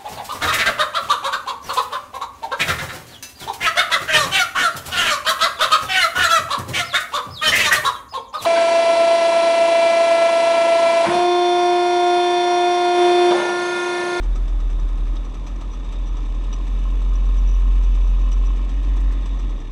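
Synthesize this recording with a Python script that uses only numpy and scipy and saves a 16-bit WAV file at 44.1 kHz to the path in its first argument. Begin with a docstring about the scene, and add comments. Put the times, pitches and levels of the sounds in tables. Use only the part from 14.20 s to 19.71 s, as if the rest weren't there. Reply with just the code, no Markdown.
"""On a grass field, a single-cylinder dirt bike idles under its rider, heard from the helmet.
The exhaust thumps once per turn of the crank (the engine's main shaft), about 43 times a second.
The engine keeps stumbling: speed and thump sag, and loose metal clatters and rings.
The piston knocks on every turn over the churn of the gears. Near the end the idle sinks,
as a small bike putters past."""
import sys
import numpy as np
from scipy import signal
from scipy.fft import rfft, irfft, next_fast_len
from scipy.io import wavfile
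from scipy.ndimage import uniform_filter1d

SR = 44100
rng = np.random.default_rng(int(sys.argv[2]) if len(sys.argv) > 2 else 0)


def generate_wav(sig):
    """Save sig (samples, or channels by samples) to the path in sys.argv[1] as 16-bit PCM at SR."""
    pcm = np.round(np.clip(np.atleast_2d(sig).T, -1, 1) * 32767).astype(np.int16)
    wavfile.write(sys.argv[1], SR, pcm)


N = 242991
TIME = np.arange(N) / SR


# The hard stumbles. Each row: time in seconds, relative strength in dB.
HARD_STUMBLES = [(0.036, -56), (0.162, -55), (0.283, -57), (0.407, -58), (0.505, -57.5), (0.598, -60),
                 (0.692, -60), (0.779, -60.5), (0.871, -61), (0.958, -57.5), (1.145, -57), (1.274, -54),
                 (1.415, -55), (1.538, -58.5), (1.651, -60), (1.729, -55), (1.875, -60), (1.973, -58.5),
                 (2.149, -61.5), (2.334, -55), (2.473, -57.5), (3.636, -56.5), (3.754, -57), (4.122, -56.5),
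                 (4.254, -62), (4.37, -61), (4.498, -56), (4.635, -61), (4.773, -57), (4.927, -57.5),
                 (5.062, -54), (5.199, -56), (5.3, -62)]
# How unsteady the idle is. Each row: time in seconds, turns per second lost in a light stumble.
SPEED_LOSS = [(0, 2.92), (1.6, 3.43), (2.8, 0.63), (4.0, 0.94), (4.5, 2.4), (5.1, 2.0), (5.45, 4.26)]

def all_stumbles():
    """Light stumbles fill the gaps between hard ones. Gives seconds, dB and turns per second lost."""
    light_every_s, light_db = .115, -61.5
    rows = list(HARD_STUMBLES)
    starts = [s for s, _ in HARD_STUMBLES]
    for start, end in zip(starts, starts[1:] + [N / SR]):
        beats = np.linspace(start, end, round((end - start) / light_every_s) + 1)
        rows += [(s, light_db + 0.5 * rng.standard_normal()) for s in beats[1:-1]]
    s, db = np.transpose(rows)
    depth = from_db(.45 * (db - light_db))  # harder stumbles lose more speed
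    lost = np.interp(s, *np.transpose(SPEED_LOSS)) * depth
    return list(zip(s, db, lost))


# The idle between stumbles. Each row: time in seconds, turns per second.
IDLE_SPEED = [(0, 42.6), (.8, 41.3), (1.3, 44.6), (2.05, 42.4), (2.45, 43.6), (3.55, 44.3), (3.85, 43.4),
              (4.3, 44.6), (4.6, 46.6), (5.26, 45.8), (5.42, 37.5)]
# The exhaust's thump between stumbles. Each row: time in seconds, level in dB.
THUMP_LEVEL = [(0, -13.5), (.9, -14), (1.1, -21.5), (1.6, -21), (1.8, -17.5), (2.45, -16.5), (2.68, -14.5),
               (3.1, -11), (3.6, -10.5), (4.25, -12), (4.5, -15.3), (4.87, -11), (5.02, -16.5),
               (5.3, -15.5), (5.51, -27)]

def crank(stumbles):
    """The crank's speed, its turns so far and the thump's level. Speed and thump sag at each stumble."""
    sag = sum(lost * bump(s, width_s=.018) for s, _, lost in stumbles)
    speed = in_time(IDLE_SPEED) - sag + 0.1189 * drift(14)
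    turns = np.cumsum(speed) / SR
    thump_db = in_time(THUMP_LEVEL) - 0.96 * sag + 0.5 * drift(8.7)
    return speed, turns, thump_db


# How the pipe shapes the overtones. Each row: frequency in Hz, relative level in dB.
PIPE_SPECTRUM = [(80, -1), (130, -9), (175, -8.5), (218, -3), (240, -12), (265, -1.5), (290, 2.5),
                 (320, -15.5), (360, -12), (425, -8), (480, -20.5), (590, -13.5), (700, -35.5)]
# The puff of gas. Each row: frequency in Hz, relative level in dB.
PUFF_SPECTRUM = [(20, -18.5), (60, 3.5), (110, 2.5), (180, -3.5), (280, -4.5), (370, -11), (480, -13),
                 (580, -12), (680, -16), (850, -14.5), (1250, -15), (1450, -34), (4000, -60)]

def exhaust(speed, turns, thump_db, note_db):
    """A deep pressure swing on every turn, its overtones shaped by the pipe, and a puff of gas."""
    thump = from_db(thump_db) * np.sin(2 * np.pi * turns)
    hz, pipe_db = np.transpose(PIPE_SPECTRUM)
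    pulse_angle = .08  # share of a turn at which the gas hits the pipe
    note = 0
    for k in range(2, 16):
        strength = from_db(np.interp(k * speed, hz, pipe_db) + 0.57 * drift(3.5))
        lag = .06 * k * k  # the pipe delays higher overtones more
        cycles = k * (turns - pulse_angle) - lag + .06 * drift(2.75)
        note += strength * np.cos(2 * np.pi * cycles)
    flow = 2.5 + each_turn(turns, angle=0, decay=0.29, uneven_db=2.5)
    puff = coloured(flow * noise(), PUFF_SPECTRUM)
    return thump + at_level(note, note_db) + at_level(puff, -41)


# The silencer's tones. Each row: pitch in Hz, width in Hz (wider dies sooner), relative level in dB.
SILENCER_TONES = [(113, 36, 4.5), (149, 45, -2.5), (218.6, 22.3, -3.5), (264, 41, -7), (390, 23, -15.5),
                  (438, 35, -11.5)]

def silencer(turns, boom_db):
    """Each firing makes the silencer boom, never twice quite alike."""
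    firings = once_a_turn(turns, angle=0.083, slack_s=0.00037, uneven_db=2)
    boom = struck(firings, SILENCER_TONES, detune=0.014, uneven_db=2.5)
    return at_level(filtered(boom, 85, "high"), boom_db)


# The cylinder's tones. Each row: pitch in Hz, width in Hz, relative level in dB.
CYLINDER_TONES = [(1066, 42, 0), (1100, 50, -6), (1218, 56, -4), (1285, 70, -9)]
# The piston's knock. Each row: time in seconds, level in dB.
KNOCK_LEVEL = [(0, -59.5), (.8, -53), (1.4, -52.5), (2.3, -49.3), (3.4, -47.5), (4.3, -47.5), (4.7, -51.5),
               (5.2, -53), (5.51, -57)]

def piston(turns):
    """The piston slaps the cylinder once a turn and lightly on the way back, now harder, now softer."""
    slap = each_turn(turns, angle=0.88, decay=0.13, uneven_db=1.5)
    back_slap = 0.5 * each_turn(turns, angle=0.54, decay=0.12, uneven_db=5)
    hits = once_a_turn(turns, angle=1, slack_s=0.001214, uneven_db=2)
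    contact = struck(hits, CYLINDER_TONES, detune=0.006, uneven_db=1.5)
    scuff = (slap + back_slap + 0.02) * noise()
    ring = sum(from_db(db) * resonance(scuff, hz, width) for hz, width, db in CYLINDER_TONES)
    knock = filtered(rms_one(ring) + 0.93 * rms_one(contact), [800, 1420], "band")
    return at_level(knock, in_time(KNOCK_LEVEL) + 0.89 * drift(9))


# The churn of the gears. Each row: frequency in Hz, relative level in dB.
CHURN_SPECTRUM = [(300, -22.5), (900, 3), (1450, -10), (1800, -6.5), (2050, -9.5), (2350, 1.5),
                  (2950, -3.5), (3250, -2.5), (3750, -7), (4200, -10), (5500, -11.5), (6300, -8.5),
                  (6800, -14.5), (8200, -17.5), (9300, -24), (15000, -40)]
# Cover tones that the churn keeps ringing. Each row: pitch in Hz, width in Hz, relative level in dB.
CHURN_TONES = [(3462, 120, -5.5), (3747, 86, -3), (2320, 55, -10)]
# How loudly they ring. 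Each row: time in seconds, level in dB.
CHURN_RING_LEVEL = [(0, -58), (1.15, -58.5), (1.33, -61), (1.55, -58), (1.8, -54), (2.1, -58), (2.7, -56.5),
                    (3.4, -56.5), (4.8, -58), (5.05, -53), (5.51, -58)]

def gears(turns, churn_db):
    """Teeth and bearings make a grainy churn that pulses with the crank and keeps the covers ringing."""
    pulse = 3 + each_turn(turns, angle=0.4, decay=0.088, uneven_db=5)
    grain = from_db(1.97 * drift(170))
    churn = through_cases(coloured(pulse * grain * noise(), CHURN_SPECTRUM))
    ring = filtered(ringing(pulse * noise(), CHURN_TONES), [2100, 4000], "band")
    return at_level(churn, churn_db) + at_level(ring, in_time(CHURN_RING_LEVEL))


# Pitches that the engine cases boost. Each row: pitch in Hz, width in Hz, boost in dB.
CASE_BOOSTS = [(1766, 255, 10.5), (2220, 61, 0.5), (2630, 17, 7), (2840, 79, 5), (4195, 100, 5.5),
               (5070, 180, 4), (6000, 450, 2.5), (7830, 380, 5)]

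def through_cases(x):
    """Sound passing through the engine cases gets louder at the pitches where they ring."""
    for hz, width, boost_db in CASE_BOOSTS:
        x = x + (from_db(boost_db) - 1) * resonance(x, hz, width)
    return x


# Dips in the engine's sound. Each row: frequency in Hz, width in Hz, share removed.
ENGINE_DIPS = [(1163, 30, 0.48), (1400, 130, 0.54)]

def hollowed(x):
    """The engine gives off little sound between and just above the cylinder's tones."""
    for hz, width, share in ENGINE_DIPS:
        x = x - share * resonance(x, hz, width)
    return x


# The dull knock of a hard firing. Each row: frequency in Hz, relative level in dB.
FIRING_SPECTRUM = [(300, -2), (550, -6), (750, -1), (1000, -3), (1130, -1.5), (1280, 4), (1480, -26),
                   (1800, -9.5), (2050, -16.5), (2330, -7.5), (2900, -17), (4500, -26), (9000, -44.5)]

def hard_firings(stumbles):
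    """The engine catches itself with a hard firing: the deeper the stumble, the heavier the knock."""
    force = sum(np.sqrt(lost) * from_db(db) * blow(s - .002, rise_s=.0044, decay_s=.025)
                for s, db, lost in stumbles)
    return force * at_level(coloured(noise(), FIRING_SPECTRUM), 7)


# The clatter of loose parts. Each row: frequency in Hz, relative level in dB.
CLATTER_SPECTRUM = [(300, -8), (800, 11.5), (1200, 4), (1500, -5.5), (2500, 5), (3700, 13), (4400, -1),
                    (6200, 6.5), (7000, -1.5), (8000, 1.5), (9500, -13.5), (13000, -16.5), (16000, -34)]

def clatter(stumbles):
    """Loose parts chatter for a moment each time the crank stumbles."""
    shake = sum(from_db(db) * blow(s - .001, rise_s=.0033, decay_s=.013) for s, db, _ in stumbles)
    chatter = evened(from_db(2 * drift(130)) * noise(), window_s=.009)
    return shake * at_level(through_cases(coloured(chatter, CLATTER_SPECTRUM)), 9)


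# The tones of a small, loose steel part. Each row: pitch in Hz, width in Hz, relative level in dB.
STEEL_TONES = [(5860, 45, 1.5), (5950, 50, -2), (6160, 110, -12), (7790, 61, -15)]
# Its jingles. Each row: start in seconds, level in dB, time spent bouncing in seconds.
STEEL_JINGLES = [(0.04, -50, .005), (0.155, -50, .005), (1.153, -50, .005), (1.509, -56, .05),
                 (1.858, -51.5, .028), (1.971, -52, .005), (2.329, -42.5, .016), (2.469, -56, .005),
                 (2.956, -48, .005), (3.064, -49, .005), (3.178, -48.5, .016), (3.275, -48.5, .038),
                 (3.339, -46, .016), (3.634, -50, .016), (3.827, -56, .05), (3.992, -56, .028),
                 (4.117, -42.5, .016), (4.259, -47, .016)]

def steel_jingles():
    """The loose steel part bounces once or a few times and rings at every touch."""
    bounce_s = .0092
    touches = [(s + after + .001 * rng.standard_normal(), db)
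               for s, db, length in STEEL_JINGLES for after in np.arange(0, length, bounce_s)]
    return struck(touches, STEEL_TONES, detune=.004, uneven_db=2.8)


# The steel part's light buzz between stumbles. Each row: time in seconds, relative level in dB.
BUZZ_LEVEL = [(0, -68), (1.4, -67), (2.6, -65.5), (4.2, -63.5), (4.5, -65), (5.51, -66)]

def steel_buzz(stumbles):
    """The steel part buzzes unevenly against its seat and rings louder at each stumble."""
    strikes = [(s, db + rng.normal(-2, 2)) for s, db, _ in stumbles]
    swells = sum(from_db(db) * blow(s, rise_s=.007, decay_s=.014) for s, db in strikes)
    bounce_count = np.cumsum(100 + 20 * drift(33)) / SR
    bounces = 0.39 + each_turn(bounce_count, angle=0, decay=0.17, uneven_db=5.5)
    buzz = from_db(in_time(BUZZ_LEVEL) + 2 * drift(25))
    damped_tones = [(hz, 1.2 * width, db) for hz, width, db in STEEL_TONES]  # the seat shortens the ring
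    return (swells + buzz) * at_level(ringing(bounces * noise(), damped_tones), -5)


# The tones of the engine's covers. Each row: pitch in Hz, width in Hz, relative level in dB.
COVER_TONES = [(2322, 50, -7), (2590, 44, -2.5), (2943, 43, -2), (3440, 37, -9.5), (3710, 40, -2),
               (4310, 80, -11), (4830, 140, 0)]
# Metal clinks on the covers. Each row: start in seconds, level in dB, pitch in Hz that rings most.
COVER_CLINKS = [(0.967, -34.5, 3750), (1.757, -41, 3700), (2.326, -38, 3500), (2.334, -37, 2700),
                (3.088, -43, 3700), (4.119, -38.5, 2900), (4.127, -41.5, 2900), (4.239, -41, 2550)]
# The dry crack of each clink. Each row: frequency in Hz, relative level in dB.
CRACK_SPECTRUM = [(1500, -15), (2800, -8), (3800, -1), (4400, -10), (5200, -3), (6500, -25), (12000, -36)]

def clinks():
    """Short, hard contacts crack and ring the covers, most of all near one pitch."""
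    spread_octaves = .22
    crack = at_level(coloured(noise(), CRACK_SPECTRUM), -11.5)
    out = np.zeros(N)
    for s, db, centre_hz in COVER_CLINKS:
        tones = [(hz, width, tone_db - 6 * (np.log2(hz / centre_hz) / spread_octaves) ** 2)
                 for hz, width, tone_db in COVER_TONES]
        out += struck([(s, db)], tones, detune=.0035, uneven_db=1)
        out += from_db(db) * blow(s + .001, rise_s=.0018, decay_s=.005) * crack
    return out


def valves(turns, tap_db):
    """The parts that work the valves tap the covers twice a turn."""
    taps = once_a_turn(turns, angle=.3, slack_s=.002, uneven_db=1.5)
    taps += once_a_turn(turns, angle=.78, slack_s=.002, uneven_db=2.5)
    return at_level(struck(taps, COVER_TONES[:4], detune=.016, uneven_db=2.5), tap_db)


# Dry, bright ticks. Each row: time in seconds, level in dB.
DRY_TICKS = [(0.034, -62), (0.161, -62), (4.118, -58), (4.253, -62), (4.368, -60), (4.634, -63),
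             (4.769, -55), (4.811, -55), (4.923, -56), (5.061, -64)]
# Their tone colour. Each row: frequency in Hz, relative level in dB.
TICK_SPECTRUM = [(2500, -23.5), (5000, 1), (8300, 3), (9800, -9), (13000, -9), (16000, -19)]

def ticks():
    """Brief, gritty rattles with hardly any ring."""
    grit = evened(from_db(5 * drift(220)) * noise(), window_s=.014)
    bursts = sum(from_db(db) * blow(s, rise_s=.004, decay_s=.009) for s, db in DRY_TICKS)
    return bursts * rms_one(coloured(grit, TICK_SPECTRUM))


# A low engine resonance. Each row: frequency in Hz, relative level in dB.
RESONANCE_SPECTRUM = [(220, -6.5), (290, 9), (350, 12), (450, 1.5), (800, 0.5), (1450, 0), (2000, -7),
                      (4000, -15), (8500, -20.5), (9400, -19), (9900, -25.5), (15000, -36)]
# How loud it is. Each row: time in seconds, level in dB.
RESONANCE_LEVEL = [(0, -48), (.4, -52), (.8, -51.5), (1.3, -56), (5.51, -69)]

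def engine_resonance():
    """A low engine resonance with a light hiss above it, fading after the start."""
    return at_level(coloured(noise(), RESONANCE_SPECTRUM), in_time(RESONANCE_LEVEL))


# The passing bike's growl. Each row: frequency in Hz, relative level in dB.
GROWL_SPECTRUM = [(60, -10.5), (140, -3), (190, -6), (250, -0.5), (290, 2), (350, -0.5), (410, -18.5),
                  (600, -13.5), (1000, -23.5), (1450, -42), (1800, -22.5), (2300, -27), (3500, -29),
                  (8000, -56)]
# How loud the growl is. Each row: time in seconds, level in dB.
GROWL_LEVEL = [(0, -46.5), (3.5, -52.5), (4.2, -48.5), (4.5, -43.5), (4.65, -44), (4.95, -46), (5.25, -44),
               (5.51, -47)]
# Its chain, loudest side-on and close by. Each row: time in seconds, level in dB.
CHAIN_LEVEL = [(4.0, -74), (4.5, -68), (4.78, -55.5), (4.95, -53.5), (5.15, -64), (5.51, -67)]

def passing_bike():
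    """A small bike putters by at low throttle: one growling puff per firing, and the rasp of its chain."""
    firings_per_s, chain_hz, chain_width_hz = 14, 1812, 500
    firings = np.cumsum(firings_per_s + 1.2 * drift(1.3)) / SR
    puffs = (0.5 + each_turn(firings, angle=0.036, decay=0.35, uneven_db=1)) * noise()
    growl = coloured(puffs, GROWL_SPECTRUM)
    chain = resonance(resonance(puffs, chain_hz, chain_width_hz), chain_hz, chain_width_hz)
    return at_level(growl, in_time(GROWL_LEVEL)) + at_level(chain, in_time(CHAIN_LEVEL))


# A fine hiss. Each row: frequency in Hz, relative level in dB.
HISS_SPECTRUM = [(6000, -20.5), (9000, -2), (10700, 1.5), (12000, -0.5), (15500, -3.5)]
# How loud it is. Each row: time in seconds, level in dB.
HISS_LEVEL = [(2.3, -90), (2.45, -74), (2.8, -73), (3.03, -80), (3.18, -68), (3.29, -79), (3.36, -69),
              (3.5, -78), (3.9, -77), (4.3, -84)]

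def fine_hiss():
    """A fine, high hiss swells midway and fades."""
    return at_level(coloured(noise(), HISS_SPECTRUM), in_time(HISS_LEVEL))


def whine():
    """A very faint, steady high tone."""
    hz = 9650 + 3 * drift(12)
    return from_db(-82) * np.sin(2 * np.pi * np.cumsum(hz) / SR)


def from_db(db):
    """Turn decibels into a number to multiply by."""
    return 10 ** (np.asarray(db) / 20)


def rms_one(x):
    """Scale a sound to an average power of 1."""
    return x / np.sqrt(np.mean(x ** 2) + 1e-20)


def at_level(x, db):
    """Bring a sound to a level in dB, where 0 dB is a power of 1."""
    return from_db(db) * rms_one(x)


def evened(x, window_s):
    """Hold a noise at a power of 1 from moment to moment."""
    power = uniform_filter1d(x ** 2, size=int(window_s * SR))
    return x / np.sqrt(np.abs(power) + 1e-18)


def in_time(rows):
    """Join rows of seconds and values with straight lines."""
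    return np.interp(TIME, *np.transpose(rows))


def noise():
    """Fresh white noise, as long as the scene."""
    return rng.standard_normal(N)


def drift(rate):
    """A smooth random wobble of typical size 1, changing about `rate` times a second."""
    step, warm_up = 40, 2000
    r = np.exp(-2 * np.pi * step * rate / SR)
    kicks = rng.standard_normal(N // step + warm_up + 2)
    slow = signal.lfilter([1], [1, -2 * r, r * r], kicks)[warm_up:]
    return np.interp(np.arange(N) / step, np.arange(len(slow)), rms_one(slow))


def bump(at_s, width_s):
    """A bell-shaped swell of height 1."""
    return np.exp(-.5 * np.minimum(((TIME - at_s) / width_s) ** 2, 100))


def blow(at_s, rise_s, decay_s):
    """A quick rise to height 1, then a fading tail."""
    return np.where(TIME < at_s, bump(at_s, rise_s), np.exp(-np.abs(TIME - at_s) / decay_s))


def each_turn(turns, angle, decay, uneven_db):
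    """One swell of uneven strength per turn. Angle and decay are shares of a turn."""
    position = turns - angle + 2
    strength = from_db(uneven_db * np.clip(rng.standard_normal(4096), -1.6, 1.6))
    age = (position % 1) / decay
    return strength[position.astype(int)] * age * np.exp(1 - age)


def once_a_turn(turns, angle, slack_s, uneven_db):
    """Hits (seconds, dB) at one point in each turn, a little loose in time and strength."""
    s = np.interp(np.arange(int(turns[-1])) + angle, turns, TIME)
    late, strength = rng.standard_normal((len(s), 2)).T
    return list(zip(s + slack_s * late, uneven_db * strength))


def filtered(x, hz, kind):
    """Keep what lies above one frequency ("high") or between two ("band")."""
    return signal.sosfilt(signal.butter(2, hz, kind, fs=SR, output="sos"), x)


def coloured(x, spectrum):
    """Shape a sound's lows and highs along a curve of Hz and dB."""
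    hz, db = np.transpose(spectrum)
    size = next_fast_len(N + SR // 10)
    bins = np.maximum(np.fft.rfftfreq(size, 1 / SR), 1)
    gain = from_db(np.interp(np.log(bins), np.log(hz), db))
    return irfft(rfft(x, size) * gain, size)[:N]


def resonance(x, hz, width):
    """Let through one pitch at full strength, and a band `width` Hz wide around it."""
    r = np.exp(-np.pi * width / SR)
    feedback = [1, -2 * r * np.cos(2 * np.pi * hz / SR), r * r]
    return signal.lfilter(np.array([1, 0, -1]) * (1 - r * r) / 2, feedback, x + 1e-18)


def ringing(x, tones):
    """A sound keeps all the tones of one object ringing."""
    return sum((-1) ** k * from_db(db) * resonance(x, hz, width)
               for k, (hz, width, db) in enumerate(tones))


def struck(hits, tones, detune, uneven_db):
    """Each hit (seconds, dB) rings the tones, each time at a slightly different pitch and strength."""
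    out, age = np.zeros(N + SR), np.arange(SR // 10) / SR
    onset = np.tanh(age / .00075)
    for s, db in hits:
        start = int(np.clip(s * SR, 0, N))
        for hz, width, tone_db in tones:
            bend, strength = rng.standard_normal(2)
            ring = np.sin(2 * np.pi * hz * (1 + detune * bend) * age) * np.exp(-np.pi * width * age)
            out[start:start + len(age)] += from_db(db + tone_db + uneven_db * strength) * ring * onset
    return out[:N]


# The rider looks away and partly back, turning the helmet's side to the engine.
# Each row: time in seconds, amount of turn from 0 (ahead) to 1 (fully turned).
LOOKING_AWAY = [(0, 0.088), (.7, 0.3), (1.4, 0.45), (2.6, 0.94), (4.1, 1), (5.1, 0.78), (5.51, 0.37)]

def scene():
    """One crank drives the engine; several parts grow louder as the head turns. The field has no echo."""
    stumbles = all_stumbles()
    speed, turns, thump_db = crank(stumbles)
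    head_turn = in_time(LOOKING_AWAY)
    engine = (exhaust(speed, turns, thump_db, note_db=-48.5 + 7 * head_turn)
              + silencer(turns, boom_db=-59.5 + 15 * head_turn)
              + piston(turns)
              + gears(turns, churn_db=-57 + 5.5 * head_turn)
              + valves(turns, tap_db=-75.5 + 19 * head_turn))
    knocks = hard_firings(stumbles)
    rattles = clatter(stumbles) + steel_buzz(stumbles) + steel_jingles() + clinks() + ticks()
    background = whine() + engine_resonance() + fine_hiss() + passing_bike()
    return (hollowed(engine) + knocks + rattles + background)[None]


def record(dry):
    """The very highest treble is cut off steeply."""
    cutoff_hz = 15400
    return signal.sosfilt(signal.ellip(10, .1, 80, cutoff_hz, fs=SR, output="sos"), dry)


dry = scene()
out = record(dry)
generate_wav(out)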